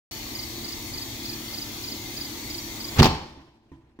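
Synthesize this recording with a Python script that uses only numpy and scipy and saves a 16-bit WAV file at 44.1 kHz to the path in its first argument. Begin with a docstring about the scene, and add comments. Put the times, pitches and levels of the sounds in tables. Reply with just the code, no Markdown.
"""Outside a garage, air hisses from an unseated tyre over a motor's hum and crickets.
Fuel vapour in the tyre ignites: a burst of pops thumps its cavity and cracks, over a roar of flame.
The bead seals and the hiss stops, the garage rings in random echoes and the wheel bounces on dirt.
Hiss, rumble and flame are shaped noise, hum and chirps are sines, and hits ring decaying modes.
A gain control pulls the level down after the bang and gives little of it back."""
import sys
import numpy as np
from scipy import signal
from scipy.io import wavfile
from scipy.ndimage import uniform_filter1d

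SR = 44100
rng = np.random.default_rng(int(sys.argv[2]) if len(sys.argv) > 2 else 0)


def digitize_waveform(pressure):
    """Quantize a signal to 16-bit integers and store it at the path in sys.argv[1].

    Rows of a 2-D input are taken as channels; values are limited to [-1, 1].
    """
    field = np.atleast_2d(pressure).T
    bounded = np.clip(field, -1, 1)
    quanta = np.round(bounded * 32767).astype(np.int16)
    wavfile.write(sys.argv[1], SR, quanta)


def voltage_ratio(level):
    """Linear amplitude factor for a level in decibels (scalar or array-like)."""
    return 10 ** (np.asarray(level, float) / 20)


N = 176400  # samples, 4 s

# In every noise colour and mode table, level_db is relative: the sound is scaled after shaping.
# Sameness of left and right in the low-pitched noises: pitch_hz, likeness (0 to 1)
STEREO_LIKENESS = [(60, 0.96), (350, 1), (520, 0.08), (900, 1), (1500, 0.11)]
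# Echo decay of the garage: pitch_hz, t60_s
GARAGE_DECAY = [(60, 0.75), (1000, 0.96), (3000, 0.94), (6000, 0.92), (12000, 0.37)]
# Near cricket's chirps: start_s
CHIRP_STARTS = [0.346, .639, .933, 1.247, 1.534, 1.834, 2.165, 2.498, 2.798]
# Colour of the farther crickets' trill: pitch_hz, level_db (per Hz)
TRILL_COLOUR = [(4150, -38), (4370, 3.5), (4520, 3), (4750, -42)]
# Motor hum partials: multiple of shaft speed, level_db (rms)
HUM_ORDERS = [(1, -58.5), (3, -52.5), (6, -50.5), (7, -55.5), (8, -52.5), (9, -50.5)]
# Colour of the motor rumble: pitch_hz, level_db (per Hz)
RUMBLE_COLOUR = [(20, -33.5), (36, -6.5), (107, -2), (178, -12.5), (300, -1), (500, -16), (960, -14.5),
                 (1150, -24.5), (1500, -56)]
# Colour of the escaping air: pitch_hz, level_db (per Hz)
HISS_COLOUR = [(600, -32), (1250, -8), (1500, -13.5), (1950, -7.5), (2250, -5.5), (2750, -9.5),
               (3700, -3.5), (4500, -6.5), (6850, -7), (8900, -18.5), (13200, -12), (15700, -10),
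               (16050, -55.5)]
# Placement of the escaping air: pitch_hz, left_minus_right_db
HISS_PAN = [(700, -1.5), (4400, 1), (8000, 5.5)]
# Colour of the burning fuel, also lent to the dirt scuff: pitch_hz, level_db (per Hz)
FLAME_COLOUR = [(29, -41.5), (50, -2), (630, -16.5), (1100, -19.5), (1360, -19.5), (2810, -23),
                (16000, -49)]
# Swell and decline of the flame: time_s, level_db
FLAME_LEVEL = [(2.748, -61), (2.956, -39.5), (2.989, -19.5), (3.56, -42.5), (3.9, -44.5), (4, -47)]
# Wheel landings: start_s, ring_db, thud_db
LANDINGS = [(3.373, -17.5, -24), (3.717, -13.5, -17), (3.989, -8, -25)]
# Ringing modes of rim and tyre: pitch_hz, level_db, t60_s
WHEEL_MODES = [(270.6, 7.5, 0.15), (321.4, 1, 0.35), (896, -6.5, 0.11), (990, -7.5, 0.26),
               (1775, -8.5, 0.063), (2350, -21, 0.036)]
# Modes of the tyre thudding on the ground: pitch_hz, level_db, t60_s
THUD_MODES = [(58.8, -5, 0.29), (115.8, -5, 0.25)]
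# Ignition pops: start_s, thump_db, crack_db, crack_t60_s
POPS = [(2.985, -13, -18, 0.096), (2.991, 0, -14, 0.059), (2.9965, -4.5, -20, 0.043),
        (3.000, -1, -8.5, 0.017), (3.009, 3, -21, 0.016), (3.0215, -3, -8.5, 0.022),
        (3.029, -10, -1.5, 0.054), (3.043, -10, -7, 0.11), (3.056, -12.5, -8.5, 0.097)]
# Colour of the cracks: pitch_hz, level_db (per Hz)
CRACK_COLOUR = [(250, -4), (560, -16), (850, -5.5), (1300, -19), (3000, -12), (4200, -16.5), (6500, -23),
                (8500, -36.5), (15000, -33.5)]
# Modes of the tyre's air cavity: pitch_hz, level_db, t60_s
CAVITY_MODES = [(81, -4, 0.08), (148, 1, 0.07), (232.6, -7.5, 0.31), (362, -7.5, 0.087)]

SEAL_S = 3.0  # the bead seals; the far trill stops too
RIGHT_LOUDER = voltage_ratio(np.array([[-1], [1]]))  # left and right gains for pops and landings


def read(points, hz):
    """Table value on a log-frequency axis."""
    f, value = np.transpose(points)
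    return np.interp(np.log(hz + 1), np.log(f + 1), value)


def evened(x):
    """Scales to rms 1."""
    return x / np.sqrt(np.mean(x ** 2) + 1e-20)


def noise(colour, same, lead_s=0., patchy_db=3.0, pan=((1, 0),), ripple_db=0., size=1024):
    """Stereo noise from random short-time spectra with soft patches; reflections ripple each side's colour."""
    hz = np.fft.rfftfreq(size, 1 / SR)[:, None]
    a, b, c, d, patches = rng.standard_normal((4 * N // size + 5, len(hz), 5)).T
    # smear the patches over 8 bins and 10 frames
    patches = evened(uniform_filter1d(uniform_filter1d(patches, 8, 0), 10, 1))
    same = np.clip(same, 0, 1)
    left = a + 1j * b
    late_left = left * np.exp(-2j * np.pi * hz * lead_s)  # the left side leads by lead_s
    right = same * late_left + np.sqrt(1 - same ** 2) * (c + 1j * d)
    side = voltage_ratio(read(pan, hz) / 2)
    ripple = ripple_db * rng.standard_normal((2, len(hz), 1))
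    gain = voltage_ratio(read(colour, hz) + patchy_db * patches + ripple)
    spectra = np.array([left * side, right / side]) * gain
    return evened(signal.istft(spectra, nperseg=size, noverlap=3 * size // 4)[1][:, :N])


def wander(hz):
    """Slow drift of rms 1: sines of random phase, from hz / 20 up to hz."""
    t = np.arange(N) / SR
    return evened(sum(np.sin(2 * np.pi * (f * t + rng.random())) for f in np.geomspace(hz / 20, hz, num=16)))


def ring(modes, sag=0.):
    """Response of a struck body, peak 1; squeezed rubber starts it sharp by 0.68 sag, easing off."""
    t = np.arange(SR // 2) / SR
    bent = t + sag * 0.019 * (1 - np.exp(-t / 0.028))
    x = sum(voltage_ratio(db - 60 * t / t60) * np.sin(2 * np.pi * hz * bent) for hz, db, t60 in modes)
    return x / abs(x).max()


def likeness(size):
    """Left-right likeness per frequency bin."""
    return read(STEREO_LIKENESS, np.fft.rfftfreq(size, 1 / SR)[:, None])


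def garage(x):
    """Sparse random echoes, each band dying at its own speed, with left-right likeness set by pitch."""
    taps = np.zeros((2, SR))
    # one tap in every 20 samples, from 36 ms on
    at = np.arange(1600, SR - 20, 20) + rng.integers(0, 20, (2, (SR - 1601) // 20))
    np.put_along_axis(taps, at, rng.choice([-1., 1.], at.shape), 1)
    hz, t, z = signal.stft(taps, SR, nperseg=512)
    same = np.clip(likeness(512), 0, 1)
    z = np.array([z[0], same * z[0] + np.sqrt(1 - same ** 2) * z[1]])
    decay = voltage_ratio(-60 * t / read(GARAGE_DECAY, hz)[:, None])
    tail = signal.istft(z * decay, SR, nperseg=512)[1]
    return signal.fftconvolve(x.mean(0)[None], tail / np.linalg.norm(tail[0]), axes=1)[:, :N]


def near_cricket():
    """Chirps of three pulses, each a sine gliding down under a rounded swell."""
    pulse_s, gap_s = 0.0232, .0395  # gap from one pulse start to the next
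    top_hz, fall_hz, chirp_db = 4980, 600, -28.5  # each pulse strays from this fall and level
    near = np.zeros(N)
    u = np.arange(0, 1, 1 / (pulse_s * SR))  # progress through a pulse
    swell = np.sin(np.pi * u ** 1.1)
    for start_s, chance in zip(CHIRP_STARTS, rng.standard_normal((len(CHIRP_STARTS), 3, 2))):
        for k in range(3):
            hz = top_hz - fall_hz * (1 + 0.16 * chance[k, 1]) * u ** 1.98
            pulse = swell * np.sin(2 * np.pi * np.cumsum(hz) / SR)
            near[round((start_s + k * gap_s) * SR):][:len(u)] = voltage_ratio(chirp_db + chance[k, 0]) * pulse
    return np.array([voltage_ratio(-4) * np.roll(near, 3), near])  # left is softer and 3 samples late


def far_crickets():
    """Narrow-band noise as a shimmer of trills on the left, slowly fading and silent from the seal on."""
    t = np.arange(N) / SR
    fade = voltage_ratio(-45 - 1.3 * t)  # start level in dB, fade in dB per s
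    shimmer = noise(TRILL_COLOUR, 0.16, patchy_db=1.0, pan=[(1, 12.0)])
    return fade * shimmer * (np.arange(N) < SEAL_S * SR)


def motor():
    """Shaft orders wavering in pitch and level, over a rumble of low noise."""
    shaft_hz, rumble_db = 37.42, -42  # mean shaft speed
    turn = 2 * np.pi * np.cumsum(shaft_hz * (1 + 0.00844 * wander(5))) / SR
    hum = sum(voltage_ratio(db + 2.4 * wander(12)) * np.cos(round(k) * turn) for k, db in HUM_ORDERS) * np.sqrt(2)
    rumble = noise(RUMBLE_COLOUR, likeness(2048), patchy_db=1.0, ripple_db=2.0, size=2048)
    return hum + voltage_ratio(rumble_db) * rumble


def leak():
    """Escaping air as shaped noise, cut off when the bead seals."""
    hiss_db, seal_t60_s = -38, .02
    t = np.arange(N) / SR
    air = noise(HISS_COLOUR, 0.22, lead_s=0.000573, patchy_db=2.13, pan=HISS_PAN, ripple_db=4.0, size=2048)
    return air * voltage_ratio(hiss_db - 60 * np.clip(t - SEAL_S, 0, 1) / seal_t60_s)


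def flame():
    """Fluttering roar of burning fuel: shaped noise that swells and declines."""
    time_s, db = np.transpose(FLAME_LEVEL)
    t = np.arange(N) / SR
    level = voltage_ratio(np.interp(t, time_s, db) + 1.5 * wander(40))
    return (t > time_s[0]) * level * noise(FLAME_COLOUR, likeness(512), patchy_db=2.0, size=512)


def bounces():
    """The wheel drops back on the ground: a sagging thud, the ring of rim and tyre, a scuff of dirt."""
    knock, thud = np.zeros((2, N))
    for start_s, ring_db, thud_db in LANDINGS:
        knock[round(start_s * SR)] = voltage_ratio(ring_db)
        thud[round(start_s * SR)] = voltage_ratio(thud_db)
    soft_start = np.minimum(np.arange(SR // 2) / (0.0019 * SR), 1)
    rim = ring(WHEEL_MODES, sag=0.041) * soft_start
    body = signal.oaconvolve(knock, rim) + signal.oaconvolve(thud, ring(THUD_MODES, sag=0.748))
    t = np.arange(SR // 5) / SR
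    scuff_level = signal.oaconvolve(knock, voltage_ratio(-21 - 60 * t / 0.27))[:N]
    scuff = scuff_level * noise(FLAME_COLOUR, likeness(512), size=512)
    return body[:N] * RIGHT_LOUDER + scuff


def bang():
    """Each pop thumps the tyre's cavity and throws a crack of noise."""
    t = np.arange(N) / SR
    kicks, crack_level = np.zeros((2, N))
    for k, (start_s, thump_db, crack_db, t60_s) in enumerate(POPS):
        kicks[round(start_s * SR)] = voltage_ratio(thump_db) * (-1) ** k  # pushes alternate in sign
        attack = np.clip((t - start_s) / 0.00019, 0, 1)
        crack_level += attack * voltage_ratio(crack_db - 60 * np.clip(t - start_s, 0, 1) / t60_s)
    thump = signal.oaconvolve(kicks, ring(CAVITY_MODES))[:N]
    crack = crack_level * noise(CRACK_COLOUR, likeness(256), patchy_db=3.0, size=256)
    return thump * RIGHT_LOUDER + crack


def scene():
    """Sums all sources; pops and landings excite the garage, and its side reaches the left port first."""
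    low_cut = signal.butter(2, 55, "high", fs=SR, output="sos")
    blast = signal.sosfilt(low_cut, bang())
    drops = bounces()
    echoes = voltage_ratio(-7) * garage(blast + voltage_ratio(-4.5) * drops)
    left, right = blast + drops + echoes + motor() + flame()
    garage_side = np.array([left, np.roll(right, 6)])  # right comes 6 samples later
    return garage_side + leak() + near_cricket() + far_crickets()


def low_pass(x):
    """Removes everything above the highest recorded frequency."""
    return signal.sosfilt(signal.butter(12, 16300, fs=SR, output="sos"), x)


def record(dry):
    """Gain control that eases down after the loudest moment and barely recovers, then slight saturation."""
    limit_db, squeeze = -29.5, 1  # squeeze: dB of cut per dB over the limit
    fall_s, recover_db_per_s = 0.23, 1.  # fall_s is the smoothing time of the cut
    power_db = 10 * np.log10(abs(uniform_filter1d((dry ** 2).mean(0), 2000)) + 1e-12)
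    recovery = np.arange(N) * recover_db_per_s / SR
    held_db = np.maximum.accumulate(power_db + recovery) - recovery
    over_db = np.maximum(held_db - limit_db, 0)
    r = np.exp(-1 / (fall_s * SR))
    cut_db = squeeze * signal.lfilter([1 - r], [1, -r], over_db)
    mix = 1.3 * np.tanh(dry * voltage_ratio(-cut_db) / 1.3)
    fade_in = np.clip((np.arange(N) / SR - .111) / 0.00067, 0, 1)  # silent until 0.111 s
    return low_pass(mix * fade_in)


dry = scene()
out = record(dry)
digitize_waveform(out)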